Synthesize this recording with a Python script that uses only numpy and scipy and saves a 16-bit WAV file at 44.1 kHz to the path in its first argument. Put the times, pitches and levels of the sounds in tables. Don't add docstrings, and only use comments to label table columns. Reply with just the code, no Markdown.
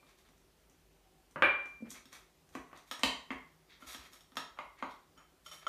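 import sys
import numpy as np
from scipy import signal
from scipy.fft import irfft
from scipy.io import wavfile
from scipy.ndimage import uniform_filter1d

SR = 44100
rng = np.random.default_rng(int(sys.argv[2]) if len(sys.argv) > 2 else 0)


def convert_level_to_amplitude(level_db):
    exponent = np.asarray(level_db, float) / 20
    return 10 ** exponent


def master_out(mix):
    frames = np.transpose(np.atleast_2d(mix))
    ceiling = np.clip(frames, -1, 1)
    pcm = np.round(ceiling * 32767).astype(np.int16)
    wavfile.write(sys.argv[1], SR, pcm)


N = 250488

# start in seconds, strength in dB, sharpness of the contact in dB,
# push into the board in dB. All blow tables share these columns.
CLINKS = [
    (2.055, -60.5, 1.5, 2),
    (2.912, -34.5, -4.5, -17),
    (3.946, -44.5, -2.5, -8.5),
    (4.132, -69.5, 12.5, 2),
    (4.207, -63.5, 3, -8),
    (4.319, -57.5, -10, -1.5),
    (4.369, -30, -7.5, -16.5),
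    (4.91, -66.5, 3, 0),
]
KNOCKS = [
    (0.028, -58.5, -4, -17.5),
    (3.305, -36.5, 8, -10),
    (4.588, -33, 0, -36),
    (4.825, -28.5, -3.5, -22),
]
SLAPS = [
    (1.905, -70, 27, -15),
    (1.914, -57, 12, 1.5),
    (2.129, -54, 8, -27),
    (2.552, -37.5, -5, -2),
    (2.73, -46, -12, -26.5),
    (2.775, -57.5, 6, -37),
]
GRAZES = [
    (1.657, -50.5, -1.5, -13),
    (2.491, -69, 10, -1.5),
    (2.994, -47, 4, -27),
    (3.316, -40.5, -8, -17),
    (3.42, -60, -12, -21.5),
    (4.356, -55.5, 5.5, -27),
    (4.789, -60, 1.5, -19),
]
TOUCHES = [
    (0.093, -66, 6, -19),
    (0.188, -69.5, 6.5, -20),
    (0.288, -68, 6.5, 0),
    (0.379, -77, 12, 4),
    (0.698, -76, 15, 7),
    (1.311, -73.5, 12.8, 4),
]
CRASH = [
    (3.0335, -24, 0, -4),
]
CHIMES = [
    (3.823, -53.5, -8, 0),
    (5.175, -66, 5, 1),
    (5.4615, -53, 4.5, -33),
    (5.5130, -56, 8, -25),
    (5.666, -32.5, -8.5, -27),
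]
# start in seconds, hold in seconds, pressure in dB,
# height on the wall from 0 to 1, narrowness in dB a wall height away.
STROKES = [(0.068, 0.036, -65, 0.46, 27), (0.184, 0.0079, -67, .7, 31), (0.252, 0.022, -67, 0.46, 40),
           (1.858, .012, -59, 0.16, 50), (1.904, 0.015, -52, 0.97, 37), (1.947, 0.018, -52.5, 0.39, 41),
           (2.132, .025, -53, 0.51, 18), (2.54, 0.009, -60.5, 0.13, 4), (2.715, .015, -58, 0, 50),
           (2.765, 0.0049, -56.5, 0.44, 36), (2.877, 0.023, -64.5, 0.76, 19),
           (3.703, 0.038, -55.5, 0.51, 84), (3.808, 0.045, -60, 0.23, 8), (3.876, 0.058, -48, 0.78, 12.5),
           (3.994, 0.07, -56.5, 0.47, 25), (4.127, 0.03, -62, .1, -3.5), (4.574, 0.0067, -54, 0, 65),
           (4.788, .025, -54.5, 0.35, 90), (4.9, .025, -60.5, 0.54, 57), (5.18, .03, -58.5, 0, 39),
           (5.463, .02, -55.5, 0.76, 22), (5.52, .016, -52.5, 0.63, 12), (5.56, 0.034, -60.5, 0.85, 24),
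           (5.625, 0.0056, -56.5, 0.3, 29)]

# frequency in Hz, level in dB, t60 in seconds.
BOWL = [(700, -2, 0.022), (950, -9, 0.0087), (1304, 14.5, 0.026)]
BOARD = [(156.8, -12, 0.022), (254.7, 11, 0.058), (331.7, 7, 0.032)]
WALL = [(1620, 10.5, 0.0067), (1885, 4, 0.01), (2204, -2, 0.019)]
RIM = [(2960, 6.5, 0.0067), (3265, 3.5, 0.016), (3760, 15, 0.0048), (3950, -40.5, 0.0032)]
SPOON = [(5490, -1, 0.011), (6680, -11, 0.018), (8170, -18.5, 0.03), (9350, -28, 0.06),
         (12200, -33.5, 0.039), (13500, -22, .03)]
MUG = [BOWL, BOARD, WALL, RIM, SPOON]
# frequency in Hz, level in dB, t60 in seconds.
BOTTOM = [
    [(559, -4.5, 0.02), (940, 14, 0.0031), (1148, -2.5, 0.024), (1335, 6, 0.0035)],
    BOARD,
    [(2123, 12, 0.013), (1670, -35, 0.012), (2274, 0.5, 0.01)],
    [(2900, -6, 0.0053), (3230, -15.5, 0.017), (3850, -11, 0.0061)],
    [(6760, 1, 0.0044), (9000, -9, 0.004)],
]
# frequency in Hz, level in dB, t60 in seconds.
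FLAT = [
    [(612, 13.5, 0.0064), (1000, -10.5, 0.036), (1116, 4.5, 0.039)],
    BOARD,
    [(1820, 42, 0.0034), (2570, -22, 0.0036)],
    [(2550, -4.5, 0.058), (3340, 3.5, 0.048), (4080, 11, 0.018)],
    [(5920, 10.5, 0.0045), (7095, 1.5, 0.0055), (8580, 3, 0.0057)],
]
# frequency in Hz, level in dB, t60 in seconds.
TIPPED = [
    [(903, -4, 0.012), (1140, -0.5, 0.011)],
    BOARD,
    [(1880, 6.5, 0.022), (2125, 9, 0.011)],
    [(2624, 30.5, 0.0038), (3093, 9, 0.025), (3750, -15, 0.0068), (3927, 11, 0.0096), (4580, 24, 0.0037)],
    [(6170, -2.5, 0.003), (7030, -5, 0.004), (8320, 10.5, 0.0013)],
]
# frequency in Hz, level in dB, t60 in seconds.
BARE = [
    [(626, -10.5, 0.17), (1125, 6.5, 0.023), (1348, 5.5, 0.051)],
    BOARD,
    [(2130, 0, 0.011)],
    [(3134, 3, 0.036), (3506, -11, 0.054)],
    [(5590, 3.5, 0.05), (6720, 0, 0.089), (8100, -6, 0.055), (9500, -4.5, 0.066), (12980, -17, 0.043)],
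]
# low edge in Hz, high edge in Hz.
PART_EDGES_HZ = [(450, 1500), (120, 450), (1500, 2600), (2600, 4700), (4700, 13500)]
SHARPNESS_SHARE = (0.37, .8, 1.34)
HEIGHTS = (0, .33, .67, 1)

# start in seconds, level in dB.
NUDGES = [
    (1.805, -58.5),
    (1.823, -45),
    (1.87, -58),
    (1.919, -89),
]
# start in seconds, level in dB.
SWELLS = [
    (1.409, -59),
    (1.471, -66.5),
    (2.579, -71),
    (3.045, -58),
    (3.339, -68.5),
    (3.861, -72),
    (3.982, -70),
]
LANDINGS = [
    (1.359, -29.5, -28, -7),
    (1.422, -11.5, 1.5, -46),
]
# frequency in Hz, level in dB, t60 in seconds.
FOOT = [
    [(558, -13.5, 0.029), (735, -10.5, 0.0098), (942, -5.5, 0.0081), (1187, -7, 0.012)],
    [(250, -4.5, 0.02), (380, -8, 0.03)],
    [(1544, 8, 0.0077), (1930, 4, 0.014), (2390, 3.5, 0.0088)],
    [(2750, -0.6, .008), (3275, -0.5, 0.013), (3760, -1, 0.0069), (3890, -14, 0.0099)],
    [(6700, 2.5, .003), (9000, -0.5, 0.002)],
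]
# low edge in Hz, high edge in Hz.
FOOT_EDGES_HZ = [(450, 1500), (120, 450), (1500, 2600), (2600, 3900), (5000, 13500)]
GLASS_HZ = (2372, 2391, 9647, 9560, 13370)
# level in dB, t60 in seconds.
GLASS_DECAY = [(-21.5, .6), (-21.5, .4), (-46, .15), (-52, .1), (-54, .15)]

# frequency in Hz, t60 in seconds.
KITCHEN = [(100, 0.35), (400, 0.35), (1040, 0.43), (2760, 0.38), (7280, 0.36), (14000, 0.23)]
# frequency in Hz, width in Hz, level in dB.
HUM = [(48.5, 1.7, -76.5), (157.7, 8, -77.5), (318, 42, -84), (375, 16, -79.5)]
# frequency in Hz, level in dB per Hz.
AIR = [(25, -40.5), (40, 1), (60, -1.5), (100, -14.5), (200, -9), (400, -10), (700, -12.5), (1500, -19),
       (3000, -20), (8000, -25.5), (15100, -28)]

BLOW = 6000


def spoon():
    clinks = knocks(CLINKS, MUG, crack_db=-4.5, bounce_s=0.0046, rise_s=0.00053,
                    trims_db=(-10.0, -7.0, -12, -6, -8.5))
    deep = knocks(KNOCKS, BOTTOM, crack_db=-6, bounce_s=0.00265, rise_s=0.00057,
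                  trims_db=(-10.0, 2.5, -15.5, -22.5, -38), shares=(1.3, .8, .3))
    slaps = knocks(SLAPS + GRAZES + TOUCHES, FLAT, crack_db=-4.5, bounce_s=0.00313, rise_s=0.00012,
                   trims_db=(-8, -7.5, -10.5, -21.0, -17.0))
    crash = knocks(CRASH, TIPPED, crack_db=-4.0, bounce_s=0.001, rise_s=0.0013,
                   trims_db=(-4.5, -7.5, -11.0, -3.5, -15))
    chimes = knocks(CHIMES, BARE, crack_db=-13.5, bounce_s=0.0042, rise_s=0.001,
                    trims_db=(-1, -7, -17, -4, -11))
    return clinks + deep + slaps + crash + chimes


def knocks(events, body, crack_db, bounce_s, rise_s, trims_db, bands=PART_EDGES_HZ, shares=SHARPNESS_SHARE):
    out = np.zeros(N)
    luck = rng.standard_normal((len(events), 5, 12))
    chatters = rough_contact(len(events))
    for (s, strength_db, sharp_db, push_db), chance, chatter in zip(events, luck, chatters):
        levels_db = strength_db + np.r_[0, push_db, sharp_db * np.array(shares)]
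        click = contact(bounce_s * np.exp(0.53 * chance[0, -1]), sweep_s=0.001798)
        touches = [click, click, click + chatter, click + 2 * chatter, chatter]
        for modes, db, trim_db, edges, c, touch in zip(body, levels_db, trims_db, bands, chance, touches):
            tones = ring(modes, c, rise_s)
            crack = band(touch, edges)
            sound = tones / np.linalg.norm(tones[:400]) + convert_level_to_amplitude(crack_db) * crack / np.linalg.norm(crack)
            add(out, s, convert_level_to_amplitude(db + trim_db) * 20 * sound)
    return out


def ring(modes, luck, rise_s):
    hz, db, t60 = np.transpose(modes)[:, :, None]
    t = np.arange(BLOW) / SR
    luck = luck[:2 * len(modes)].reshape(2, -1, 1)
    db = db + 1.5 * luck[0]
    hz = hz * (1 + .008 * luck[1])
    sides = (-1.) ** np.arange(len(modes))[:, None]
    tones = sides * convert_level_to_amplitude(db - 60 * t / t60) * np.sin(2 * np.pi * hz * t)
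    return tones.sum(0) * (1 - np.exp(-t / rise_s)) ** 2


def contact(bounce_s, sweep_s):
    hz = np.fft.rfftfreq(BLOW, 1 / SR)
    sweep = np.exp(-2j * np.pi * sweep_s * hz * (1 - hz / SR))
    bounce = .25 * np.exp(-2j * np.pi * bounce_s * hz)
    return irfft(sweep * (1 - bounce), BLOW)


def rough_contact(count):
    scatter_s = .004
    wander = uniform_filter1d(rng.standard_normal((count, BLOW)), size=30, axis=1)
    lag_s = scatter_s * abs(evened(wander[:, :BLOW // 2 + 1]))
    phase = 2 * np.pi * np.cumsum(lag_s, axis=1) * SR / BLOW
    return irfft(np.exp(-1j * phase), axis=1) * (np.arange(BLOW) < BLOW // 2)


def scrape(per_s=2500, spread_db=0.0, hiss_db=(-1.5, -1.5, 1.5, 4), trims_db=(-6, -6, -6, -6)):
    bite_db_per_s, lift_db_per_s = 900, 217.5
    sizes = convert_level_to_amplitude(spread_db * np.minimum(rng.exponential(1, N), 4))
    slips = sizes * (rng.random(N) < per_s / SR) * rng.choice([-1, 1], N)
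    start, hold, db, height, focus_db = np.transpose(STROKES)[:, :, None]
    t = np.arange(0, N / SR + .01, .002)
    bite_db = bite_db_per_s * np.maximum(start - t, 0)
    lift_db = lift_db_per_s * np.maximum(t - start - hold, 0)
    pressure_db = db - bite_db - lift_db
    out = np.zeros(N)
    for k, part in enumerate([0, 2, 3, 4]):
        tones = evened(signal.oaconvolve(slips, ring(MUG[part], np.zeros(12), rise_s=0.00006))[:N])
        hiss = evened(band(slips, PART_EDGES_HZ[part]))
        layer = evened(tones + convert_level_to_amplitude(hiss_db[k]) * hiss)
        reach_db = focus_db * (height - HEIGHTS[k]) ** 2
        level = convert_level_to_amplitude(pressure_db + trims_db[k] - reach_db).max(axis=0)
        out += np.interp(np.arange(N) / SR, t, level) * layer
    return out


def nudges():
    out = np.zeros(N)
    thud = [(228, 0, 0.083), (480, 7.0, 0.0091), (114, -25.0, 0.12)]  # Hz, dB, t60 s
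    boom = [(61.7, 0.016, 0.084)]
    for s, db in NUDGES:
        add(out, s, convert_level_to_amplitude(db + 10.5) * ring(thud, np.zeros(6), rise_s=0.0014))
    for s, db in SWELLS:
        add(out, s, convert_level_to_amplitude(db + 26.5) * ring(boom, np.zeros(2), rise_s=0.0095))
    return out


def jar():
    return knocks(LANDINGS, FOOT, crack_db=-3.5, bounce_s=0.0025, rise_s=0.00023,
                  trims_db=(-8.5, -14, -12.5, -26.0, -46.5), bands=FOOT_EDGES_HZ)


def glass():
    out, tones = np.zeros(N), np.zeros(SR)
    t = np.arange(SR) / SR
    for k, (hz, (db, t60)) in enumerate(zip(GLASS_HZ, GLASS_DECAY)):
        tones += (-1) ** k * convert_level_to_amplitude(db - 60 * t / t60) * np.sin(2 * np.pi * hz * t)
    add(out, LANDINGS[1][0], convert_level_to_amplitude(1.6) * tones * (1 - np.exp(-t / 0.025)))
    add(out, 0, convert_level_to_amplitude(-44.5) * tones[1500:])
    return out


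def kitchen(x, gap=90):
    taps = np.zeros(SR)
    at = np.arange(100, SR - 20, 20)
    taps[at + rng.integers(0, 20, len(at))] = rng.choice([-1., 1.], len(at))
    taps *= 1 - np.exp(-np.arange(SR) / gap)
    hz, t, z = signal.stft(taps, SR, nperseg=256)
    fade = convert_level_to_amplitude(-60 * t / read(KITCHEN, hz)[:, None])
    z = z * fade
    z *= (np.linalg.norm(fade, axis=1) / np.linalg.norm(z, axis=1))[:, None]
    tail = signal.istft(z, SR, nperseg=256)[1]
    tail[:100] = 0
    return signal.fftconvolve(x, tail / np.linalg.norm(tail))[:N]


def air():
    frames, hz = N // 256 + 5, np.fft.rfftfreq(1024, 1 / SR)
    a, b, patches = rng.standard_normal((frames, 513, 3)).T
    patches = evened(uniform_filter1d(uniform_filter1d(patches, 12, 0), 14, 1))
    colour = convert_level_to_amplitude(read(AIR, hz)[:, None] + 1.2 * patches)
    hiss = signal.istft((a + 1j * b) * colour, nperseg=1024, noverlap=768)[1]
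    return convert_level_to_amplitude(-69) * evened(hiss[:N])


def appliance():
    return sum(convert_level_to_amplitude(db) * whistle(hz, width) for hz, width, db in HUM)


def pipe():
    late = np.maximum(np.arange(N) / SR - 1.03, 0)
    level = np.clip(late / .03, 0, 1) * convert_level_to_amplitude(-73 - 40 * late)
    return level * whistle(760, width=11)


def whistle(hz, width):
    r = np.exp(-np.pi * width / SR)
    noise = rng.standard_normal(N) + 1j * rng.standard_normal(N)
    slow = signal.lfilter([1 - r], [1, -r], noise)
    return evened((slow * np.exp(2j * np.pi * hz * np.arange(N) / SR)).real)


def evened(x):
    return x / np.sqrt(np.mean(x ** 2) + 1e-20)


def read(points, hz):
    f, value = np.transpose(points)
    return np.interp(np.log(hz + 1), np.log(f + 1), value)


def add(mix, s, sound):
    part = mix[round(s * SR):][:len(sound)]
    part += sound[:len(part)]


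def band(x, edges_hz):
    return signal.sosfilt(signal.butter(3, edges_hz, "bandpass", fs=SR, output="sos"), x)


def scene():
    blows, strokes, thuds, landing, ringing = spoon(), scrape(), nudges(), jar(), glass()
    sends = convert_level_to_amplitude(1) * blows + convert_level_to_amplitude(-9) * strokes + convert_level_to_amplitude(-2.5) * thuds
    sends += convert_level_to_amplitude(4.0) * band(landing, (60, 4300)) + convert_level_to_amplitude(-19.5) * ringing
    near = blows + strokes + thuds + landing + ringing
    return (near + kitchen(sends) + air() + appliance() + pipe())[None]


def band_limit(x):
    return signal.sosfilt(signal.butter(12, 15270, fs=SR, output="sos"), x)


def record(dry):
    power_db = 10 * np.log10(abs(uniform_filter1d(dry[0] ** 2, 300)) + 1e-12)
    fall = np.arange(N) * 75.0 / SR
    held_db = np.maximum.accumulate(power_db + fall) - fall
    over_db = np.maximum(held_db + 32, 0)
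    ducked = dry / convert_level_to_amplitude(0.22 * uniform_filter1d(over_db, 200))
    thinned = signal.sosfilt(signal.butter(4, 42, "highpass", fs=SR, output="sos"), ducked)
    treble_cut = signal.firwin(255, 15300, window=("kaiser", 8), fs=SR)
    finished = signal.oaconvolve(thinned, treble_cut[None], "same")
    return band_limit(finished)


dry = scene()
out = record(dry)
master_out(out)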